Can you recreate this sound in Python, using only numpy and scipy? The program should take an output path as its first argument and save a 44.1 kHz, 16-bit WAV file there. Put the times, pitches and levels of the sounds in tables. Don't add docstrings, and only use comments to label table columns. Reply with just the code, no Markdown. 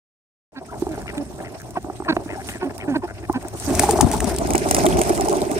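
import sys
import numpy as np
from scipy import signal
from scipy.fft import rfft, irfft
from scipy.io import wavfile
from scipy.ndimage import uniform_filter1d

SR = 44100
rng = np.random.default_rng(int(sys.argv[2]) if len(sys.argv) > 2 else 0)


def makeup_ratio(level_db):
    decades = np.asarray(level_db, float) / 20
    return 10 ** decades


def wrap_up_sound(samples):
    columns = np.atleast_2d(samples).T
    tamed = np.clip(columns, -1, 1)
    steps = np.round(tamed * 32767).astype(np.int16)
    wavfile.write(sys.argv[1], SR, steps)


N = 246519
START, FADE = 0.52, 0.63

# (frequency [Hz], level [dB])
HUM_COLOUR = [(15, -39), (25, -58), (46, -9.5), (64, -0.5), (130, -11), (220, -11), (290, -14.5),
              (480, -120)]
# (frequency [Hz], level [dB])
PATTER_COLOUR = [(100, -13.5), (170, -7.5), (210, -7), (370, 1), (428, -2.5), (504, -16.5), (589, -4),
                 (688, -2.5), (810, -7.5), (1040, -14.5), (1200, -19), (1560, -28), (2640, -120)]
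# (frequency [Hz], level [dB])
EDGE_COLOUR = [(590, 5), (1000, -20), (1450, 5), (2620, 2.5), (3400, -11), (4420, -9.5), (5600, 1),
               (7480, -60)]
# (frequency [Hz], level [dB])
RUSTLE_COLOUR = [(1760, -4), (3000, -5.5), (4830, -4), (5920, -0.5), (6300, -1), (7670, -2), (8340, 4),
                 (10700, -5.5), (12900, -9.5), (15100, -12.5), (16000, -32)]
# (frequency [Hz], likeness [0-1])
LIKENESS = [(60, .75), (130, .72), (290, .82), (640, .8), (1400, .6), (3100, .25), (7000, .1)]
# (frequency [Hz], left minus right [dB])
BALANCE = [(60, 2.5), (130, 0.5), (250, -1.5), (600, 0.2), (1500, 6), (4000, -5.5), (8000, 0)]
# (frequency [Hz], lead [rad])
PORT_LEAD = [(100, -1.9), (300, 1), (800, -1.6), (1720, -3), (2410, -6), (5170, -7.5), (7920, -14),
             (15000, -23)]

# (time [s], pitch [Hz], level [dB])
ENGINE = [
    (.5, 129, -45),
    (1.3, 129.4, -46),
    (2.2, 105.3, -43.5),
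    (3.5, 101, -42),
    (4.0, 93, -43),
]
# (time [s], stir
# [dB])
STIR = [(.74, 8), (.95, 6.5), (1.2, 3.5), (1.8, 0.5), (2.4, 3.5), (2.62, 0), (3.5, 0.5), (3.6, 3.5),
        (3.7, 13), (3.8, 17), (3.95, 15), (4.2, 11.5), (4.6, 14.5), (4.87, 18.5), (5.0, 18.5), (5.15, 17.5),
        (5.45, 14), (5.58, 13)]
# (time [s], left minus right [dB])
FLOCK_SIDE = [
    (.55, 0),
    (1.0, -2),
    (3.9, 0.5),
    (4.1, 5),
    (4.5, -1.5),
    (4.6, -1.5),
    (5.58, -1.5),
]
# (time [s], half length [s], level [dB])
DRAUGHTS = [
    (0.874, .2, 2.5),
    (3.774, 0.09, 3.5),
    (4.044, 0.041, 14.5),
    (4.216, 0.17, 6.5),
    (4.496, 0.12, 8),
    (4.87, 0.21, 0.5),
    (5.268, 0.39, -9.5),
]
# (time [s], half length [s], level [dB])
BRUSHES = [
    (0.816, 0.035, 6.5),
    (2.5, 0.087, 12.5),
    (3.604, 0.088, 6),
    (3.813, 0.6, 8),
    (4.133, 0.033, 6),
    (4.3, 0.037, 9),
    (4.736, 0.23, 4.5),
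]
# (time [s], half length [s], level [dB])
WING_SWELLS = [
    (3.8, .2, 5),
    (4.88, .15, 3),
]

# (time [s], peak [dB], lower part relative [dB], left minus right [dB])
FEATHERS = [(3.5992, -23, -22, 7.5), (3.7316, -30, -21, 3), (3.7509, -17.5, -29, 14),
            (3.7945, -2, -15.5, 9), (3.8387, -21, -14, 8), (3.893, -20, -28, 9), (3.909, -7.5, -24, 9),
            (3.9729, -24, -19, 2.5), (4.0096, -2.5, -20, 8), (4.1148, -15.5, -18, -5),
            (4.132, -20, -19, 2.5), (4.1649, -22.5, -18, -3), (4.2037, -13.5, -17, 0),
            (4.2428, -15.5, -25, 2), (4.362, -18.5, -32, 3), (4.3848, -15.5, -18, 11),
            (4.4717, -22, -18, 11), (4.505, -13.5, -13, 5), (4.5346, -14, -23, -2), (4.5529, -10.5, -13, 4),
            (4.579, -12.5, -30, 8), (4.6739, -33, -14, 5), (4.7102, -4.5, -19, 7),
            (4.7463, -3.5, -16, -0.5), (4.7656, -11.5, -7, 3), (4.8145, -22, -12, 4),
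            (4.8548, -12.5, -16, -1.0), (4.864, -9.5, -2, 2), (4.9256, -21, 3, 1), (4.9703, -20, -12, 4),
            (4.9909, -11.5, -10.5, -2.5), (5.015, -8, -9, -2.5), (5.077, -38, -7, -3.5),
            (5.0928, -16, -8.5, 1), (5.176, -21, -8, -2.0), (5.209, -13, -21, -3), (5.2855, -19, -21, -9),
            (5.3278, -20, -19, -5), (5.3686, -19, -9, -7), (5.514, -19, -11, -8)]
# (time [s], peak [dB], low ring [Hz], upper ring relative [dB], left minus right [dB])
BEATS = [(3.777, -27, 260, 20, 9), (3.798, -9.5, 284, 4, -2), (3.837, -4.5, 377, 9, -5),
         (3.891, -1.5, 443, 2, 1.5), (3.934, -9.5, 392, -3, -2), (3.989, -5, 413, 3, -2),
         (4.008, -5.5, 258, 28, 6), (4.019, -22, 153, -31, 24), (4.029, -11, 270, -6, 23),
         (4.046, -12, 135, -13, 22), (4.066, -19, 238, -10, 17), (4.088, -20.5, 257, -6, 10),
         (4.138, -9.5, 416, 3, -2), (4.165, -22, 296, 18, -4), (4.243, -16, 259, -5, 16),
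         (4.27, -23, 203, -20, 16)]
# (time [s], peak [dB], low ring [Hz], upper ring relative [dB])
FLAPS = [(4.347, -17.5, 392, -20), (4.45, -17.5, 347, -24), (4.505, -19, 290, -12), (4.615, -16, 393, -36),
         (4.657, -17, 315, 5), (4.736, -18, 463, -29), (4.832, -23, 282, -30), (4.847, -13, 300, -5),
         (4.874, -13, 364, -36), (4.904, -21, 390, -29), (4.987, -7.5, 382, 5), (5.004, -6.5, 378, -33),
         (5.104, -4, 352, -6), (5.131, -29, 385, -7), (5.198, -9.5, 380, -4), (5.216, -12.5, 274, 10),
         (5.238, -14.5, 338, -26), (5.284, -13, 390, 25), (5.297, -10, 410, -16), (5.367, -13.5, 344, -38),
         (5.413, -20.5, 378, -31), (5.466, -17, 368, -21), (5.515, -16.5, 293, -10), (5.562, -12, 399, -28)]
# (time [s], peak [dB], lower part relative [dB], left minus right [dB])
STALKS = [(0.798, -34, -22, 13), (1.019, -36, -20, -13), (1.1803, -27.5, 16, -2), (1.617, -36, -15, -12),
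          (1.707, -35, -29, -8), (1.8283, -38, -18, 4), (2.1665, -26.5, 20, -5), (2.253, -43, -12, -5),
          (2.489, -22, 26, 5.5), (2.7804, -32, -11, -16), (3.328, -33, -26, -19), (3.4273, -38, -3, -13),
          (3.484, -27, -29, 11)]
# (time [s], peak [dB], low ring [Hz], upper ring relative [dB])
STEPS = [(0.822, -3, 353, -25.5), (0.867, -8, 380, -11.5), (0.977, -15.5, 410, -10), (1.059, -24, 323, 0),
         (1.771, -10.5, 370, -3.5), (1.845, -21, 307, -8.5), (1.885, -23, 306, -15),
         (1.899, -15.5, 363, -5), (2.001, -15, 365, -12), (2.022, -22, 356, -9), (2.166, -4, 342, -4.5),
         (2.26, -20, 302, -21), (2.328, -25, 337, -27), (2.49, -21, 219, -7), (2.552, -26, 270, -17),
         (3.232, -23.5, 350, -23), (3.297, -6.5, 320, -10), (3.45, -18, 346, -12.5), (3.55, -21, 348, -18),
         (3.644, -33, 353, 0), (4.548, -1, 332, -11), (4.71, -3.5, 260, -3), (4.863, -4, 364, -11)]

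# (start [s], length [s], level [dB], first pitch [Hz], last pitch [Hz])
PEEPS = [(0.685, 0.028, -34, 1410, 1580), (0.721, 0.03, -27.5, 1140, 927), (2.369, 0.039, -33, 866, 830),
         (0.543, 0.021, -30, 1000, 920), (1.755, 0.016, -28.5, 1160, 1064),
         (2.079, 0.016, -25.5, 1200, 1105), (2.619, 0.012, -30.5, 967, 1000),
         (2.94, 0.019, -29, 1070, 1045), (3.016, 0.0475, -35, 1054, 895), (3.285, 0.039, -37.5, 1215, 1110),
         (3.331, 0.034, -33, 1190, 873), (2.561, 0.022, -49.5, 7600, 7900)]
# (start [s], length [s], level [dB], bill resonance [Hz])
CREAKS = [(0.721, 0.0354, -39, 1640), (2.483, .018, -36, 2440), (0.898, 0.077, -40, 1700),
          (0.992, 0.049, -44, 1700), (1.058, 0.063, -35.5, 2270), (1.129, 0.056, -46, 1610),
          (1.383, 0.037, -43.5, 1740), (1.429, 0.071, -42.5, 2300), (1.582, 0.056, -46, 1700),
          (2.032, 0.056, -42, 1900), (2.265, 0.11, -38, 2050), (2.387, 0.043, -42, 1740),
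          (2.5, 0.091, -39, 1950), (2.688, 0.037, -43.5, 1790), (2.783, 0.072, -38, 2430),
          (3.067, 0.061, -39, 1580), (3.222, 0.046, -45, 1900), (3.432, 0.032, -44, 1736)]
# (start [s], length [s], effort [dB], first pitch [Hz], last pitch [Hz])
GRUNTS = [
    (0.882, 0.069, -23, 347, 302.4),
    (1.168, 0.068, -23.5, 312, 281),
    (2.643, 0.052, -21.5, 280, 275),
    (2.871, 0.082, -18, 330, 258),
    (2.964, 0.038, -25, 300, 260),
    (3.299, 0.023, -28, 350, 345),
    (3.67, 0.065, -19.5, 304, 260),
]
# (start [s], length [s], effort [dB], first pitch [Hz], last pitch [Hz])
QUACKS = [
    (.55, 0.048, -16.5, 303, 267),
    (1.76, 0.031, -23, 401, 376),
    (2.078, 0.039, -15.5, 375, 318.4),
    (2.117, 0.019, -19, 313, 258),
    (2.606, 0.048, -22.5, 355, 367),
    (2.944, 0.033, -19.5, 289, 311.5),
    (3.02, 0.044, -26.5, 359, 359),
    (3.339, 0.0446, -21, 252, 252.7),
]
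# (share of length [0-1], chest re effort [dB], bill relative [dB], bill resonance [Hz])
QUACK_COURSE = [
    (0, -24, 3, 1080),
    (.25, -11, -1.5, 1040),
    (.5, 2.5, -8, 980),
    (.78, -0.7, -8, 890),
    (1, -10, -11, 850),
]
# (share of length [0-1], chest re effort [dB], bill relative [dB], bill resonance [Hz])
GRUNT_COURSE = [
    (0, -9, -6, 700),
    (.12, -1.5, -14, 686),
    (.7, -3, -16, 680),
    (1, -9, -14, 660),
]


def evened(x):
    return x / np.sqrt(np.mean(x ** 2) + 1e-20)


def slow_noise(count, size):
    return evened(uniform_filter1d(rng.standard_normal(count), size))


def read(points, hz):
    f, value = np.transpose(points)
    return np.interp(np.log(hz + 1), np.log(f + 1), value)


def resonate(x, hz, width):
    turn = np.exp(2j * np.pi * np.cumsum(hz * np.ones(len(x))) / SR)
    r = np.exp(-np.pi * width / SR)
    return 2 * (turn * signal.lfilter([1 - r], [1, -r], x / turn + 1e-18)).real


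def band(x, hz, width):
    return resonate(resonate(x, hz, width), hz, width)


def unrolled(rows):
    s, *columns = np.transpose(rows)
    t = np.arange(s[0], s[-1], 1 / SR)
    return s[0], [np.interp(t, s, c) for c in columns]


def add(mix, s, sound, pan_db=0.):
    part = mix[:, round(s * SR):][:, :len(sound)]
    part += makeup_ratio(np.array([[.5], [-.5]]) * pan_db) * sound[:part.shape[1]]


def engine():
    s, (hz, level_db) = unrolled(ENGINE)
    return s, makeup_ratio(level_db) * evened(band(rng.standard_normal(len(hz)), hz, 23.5))


def insect():
    air = rng.standard_normal(round(.32 * SR))
    return 1.85, makeup_ratio(-53.5) * evened(band(air, 8250, 220)) * np.hanning(len(air))


def bed(colour, per_s, spread_db, grain_s, smooth):
    bursts = makeup_ratio(spread_db * np.minimum(rng.exponential(1, N), 3)) * (rng.random(N) < per_s / SR)
    age = np.arange(4000) / SR / grain_s
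    bursts = signal.oaconvolve(bursts, age * np.exp(-age))[:N]
    swish = evened(uniform_filter1d(uniform_filter1d(rng.standard_normal(N), size=600), size=600))
    gate = (smooth + evened(bursts)) * makeup_ratio(1.88 * swish)
    a, b = rfft(rng.standard_normal((2, N)) * gate)

    hz = np.fft.rfftfreq(N, 1 / SR)
    same = np.clip(read(LIKENESS, hz), -1, 1)
    lean = makeup_ratio(.5 * read(BALANCE, hz))
    pair = np.array([a * lean, (same * a + np.sqrt(1 - same ** 2) * b) / lean])
    pair = irfft(pair * makeup_ratio(read(colour, hz)), N)

    z = signal.stft(pair, nperseg=256)[2]
    patches = uniform_filter1d(rng.standard_normal(z.shape[1:]), size=12, axis=0)
    patches = evened(uniform_filter1d(patches, size=8, axis=1))
    above_hum = (np.arange(129) > 2)[:, None]
    pair = signal.istft(z * makeup_ratio(2.5 * patches * above_hum), nperseg=256)[1][:, :N]
    return pair / pair.mean(0).std()


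def loudness(calm_db, follows, swells=()):
    t = np.arange(N) / SR
    side_db = np.array([[.5], [-.5]]) * np.interp(t, *np.transpose(FLOCK_SIDE))
    db = calm_db + follows * np.interp(t, *np.transpose(STIR)) + side_db
    for s, half, top_db in swells:
        db = db + top_db * np.clip(1 - abs(t - s) / half, 0, 1)
    return makeup_ratio(db)


def snap(lower_db, top_db):
    t = np.arange(round(.03 * SR)) / SR
    noise = rng.standard_normal(len(t))
    bright = band(noise, 8550, 1880) + makeup_ratio(-4.0) * band(noise, 6820, 4440)
    bright = evened(bright + makeup_ratio(top_db) * band(noise, 13800, 5000))
    lower = makeup_ratio(lower_db - 5) * evened(band(noise, 2340, 2250))
    decay = makeup_ratio(-60 * t / 0.0065) + makeup_ratio(-36 - 60 * t / .06)
    crack = (bright + lower) * (1 - np.exp(-t / 0.0013)) ** 2 * decay
    return crack / abs(crack).max()


def thump(low_hz, upper_db, rise_s, t60):
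    t = np.arange(round(.07 * SR)) / SR
    shape = (1 - np.exp(-t / rise_s)) ** 2 * makeup_ratio(-60 * t / t60)
    sinking = t + 0.00049 * (1 - np.exp(-t / 0.00015))
    upper_hz, phase = rng.uniform(667, 850), 2 * np.pi * rng.random()
    low = np.sin(2 * np.pi * low_hz * sinking)
    upper = np.sin(2 * np.pi * upper_hz * sinking + phase) * makeup_ratio(-60 * t / 0.045)
    edge = evened(band(rng.standard_normal(len(t)), 1075, 370)) * makeup_ratio(-60 * t / 0.0068)
    push = low + makeup_ratio(upper_db + 7.0) * upper + makeup_ratio(upper_db + 12.5) * edge
    push = signal.lfilter(*signal.butter(2, 1600, fs=SR), push * shape)
    return push / abs(push).max()


def dipped(start, length, level_db, first_hz, last_hz):
    low_hz = min(first_hz, last_hz) * (1 - 0.099 * min(1, 1500 / first_hz))
    return [(start, first_hz, level_db),
            (start + 0.466 * length, low_hz, level_db),
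            (start + length, last_hz, level_db)]


def peep(rows):
    s, (hz, level_db) = unrolled(rows)
    hoarse = 1 + .055 * slow_noise(len(hz), 60)
    turn = 2 * np.pi * np.cumsum(hz * hoarse) / SR
    whistle = np.sin(turn) + makeup_ratio(-22) * np.sin(2 * turn)
    return s, makeup_ratio(level_db + 3) * whistle * signal.windows.tukey(len(hz), .3)


def folds(hz, jitter):
    wobble = slow_noise(len(hz), 150)
    turns = rng.random() + np.cumsum(hz * (1 + jitter * wobble)) / SR
    harmonics = range(1, int(5200 / hz.mean()))
    return turns, evened(sum(np.cos(2 * np.pi * k * turns) for k in harmonics))


def arched(start, length, level_db, bill_hz):
    ends_db, shut_hz = -4, 1370
    return [(start, level_db + ends_db, shut_hz),
            (start + 0.39 * length, level_db, bill_hz),
            (start + length, level_db + .5 * ends_db, 1.07 * shut_hz)]


def creak(rows):
    s, (level_db, bill_hz) = unrolled(rows)
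    turns, pulses = folds(np.full(len(bill_hz), rng.uniform(85, 100)), jitter=.15)
    puffs = (.08 + np.exp(-(turns % 1) / .3)) * rng.standard_normal(len(turns))
    drive = .9 * pulses + 2.2 * puffs
    bill = band(drive, bill_hz, 380) + makeup_ratio(-8) * band(drive, 1.25 * bill_hz, 400)
    bill = bill + makeup_ratio(-9) * band(drive, 1430, 300)
    return s, makeup_ratio(level_db) * evened(bill) * signal.windows.tukey(len(turns), .6)


def called(course, start, length, effort_db, first_hz, last_hz):
    share, chest_db, bill_db, bill_hz = np.transpose(course)
    glide_share = 0.37
    hz = last_hz + (first_hz - last_hz) * np.clip(1 - share / glide_share, 0, 1)
    opening_db = 0.76 * (effort_db + 19.5)
    return np.transpose([start + share * length, effort_db + chest_db, hz, bill_db + opening_db, bill_hz])


def grunt(rows):
    s, (chest_db, hz, bill_db, bill_hz) = unrolled(rows)
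    turns, pulses = folds(hz, jitter=.025)
    shimmer = makeup_ratio(2 * slow_noise(len(hz), 200))
    chest = np.sin(2 * np.pi * turns) + makeup_ratio(-7.0) * np.sin(2 * 2 * np.pi * turns)
    chest = chest * (1 + .25 * np.sin(np.pi * turns))

    drive = pulses + .55 * rng.standard_normal(len(hz))
    opening_db = np.clip(bill_db, -25, 0)
    upper = band(drive, 1520, 600) + makeup_ratio(-9) * band(drive, 2250, 650)
    rasp = makeup_ratio(2.4 * np.minimum(chest_db + bill_db + 24, 0) - 13) * band(drive, 4000, 1800)
    bill = evened(band(drive, bill_hz, 320) + makeup_ratio(.9 * opening_db + 3) * upper + rasp)
    voice = makeup_ratio(chest_db) * (evened(chest) + makeup_ratio(bill_db) * bill)
    return s, voice * shimmer * signal.windows.tukey(len(hz), .25)


def scene():
    hum = bed(HUM_COLOUR, per_s=12, spread_db=-16.0, grain_s=0.055, smooth=15.0)
    patter = bed(PATTER_COLOUR, per_s=56, spread_db=-3.0, grain_s=0.0087, smooth=0.83)
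    edge = bed(EDGE_COLOUR, per_s=110, spread_db=11, grain_s=0.007, smooth=0.59)
    rustle = bed(RUSTLE_COLOUR, per_s=190, spread_db=4, grain_s=0.0023, smooth=2.6)
    crackle = bed(RUSTLE_COLOUR, per_s=260, spread_db=10, grain_s=0.00066, smooth=0.088)
    mix = hum * loudness(-43.5, 1.0, DRAUGHTS)
    mix += patter * loudness(-39, 1.038)
    mix += edge * loudness(-54.0, 0.9, WING_SWELLS)
    mix += rustle * loudness(-54, 1.0, BRUSHES)
    mix += crackle * loudness(-68, 1.51, BRUSHES)

    near = np.zeros((2, N))
    add(near, *engine(), pan_db=2.5)
    add(near, *insect())
    for s, db, lower_db, pan_db in FEATHERS:
        add(near, s - .0003, makeup_ratio(db + 3.5) * snap(lower_db + 8.5, top_db=-15), pan_db)
    for s, db, lower_db, pan_db in STALKS:
        add(near, s - .001, makeup_ratio(db + 4.5) * snap(lower_db, top_db=-5), pan_db)
    for s, db, hz, upper_db, pan_db in BEATS:
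        add(near, s - .003, makeup_ratio(db) * thump(hz, upper_db, rise_s=.004, t60=.045), pan_db)
    for s, db, hz, upper_db in FLAPS:
        add(near, s - .003, makeup_ratio(db) * thump(hz, upper_db, rise_s=.004, t60=.045), pan_db=-2.5)
    for s, db, hz, upper_db in STEPS:
        add(near, s - .0005, makeup_ratio(db) * thump(hz, upper_db + 4, rise_s=.0012, t60=.03), pan_db=-3.5)
    for row in PEEPS:
        add(near, *peep(dipped(*row)), pan_db=4.5)
    for row in CREAKS:
        add(near, *creak(arched(*row)), pan_db=6.0)
    for course, calls in ((GRUNT_COURSE, GRUNTS), (QUACK_COURSE, QUACKS)):
        for row in calls:
            add(near, *grunt(called(course, *row)), pan_db=-3.5)
    return mix + signal.lfilter(*signal.iirnotch(510, 3.5, SR), near)


def ports(x):
    lead = read(PORT_LEAD, np.fft.rfftfreq(N, 1 / SR))
    left = rfft(x[0])
    ahead, over, aside = (irfft(left * np.exp(1j * share * lead), N) for share in (.45, .1, 1))
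    t = np.arange(N) / SR
    risen = np.clip((t - 3.65) / .08, 0, 1)
    moved = np.clip((t - 4.35) / .08, 0, 1)
    return np.array([(1 - risen) * ahead + (risen - moved) * over + moved * aside, x[1]])


def roll_off(x):
    return signal.sosfilt(signal.butter(12, 16820, fs=SR, output="sos"), x)


def record(dry):
    t = np.arange(N) / SR
    rise = (t > START) * np.clip(0.033 + (t - START) / FADE, 0, 1) ** 0.89
    low_cut = signal.butter(3, 36, "high", fs=SR, output="sos")
    firm = signal.sosfilt(low_cut, ports(dry))
    overloaded = np.tanh(firm * rise * 1.2) / 1.2
    limit = signal.firwin(255, 15900, window=("kaiser", 8), fs=SR)
    wet = signal.oaconvolve(overloaded, limit[None], "same") * (t > START)
    return roll_off(wet)


dry = scene()
out = record(dry)
wrap_up_sound(out)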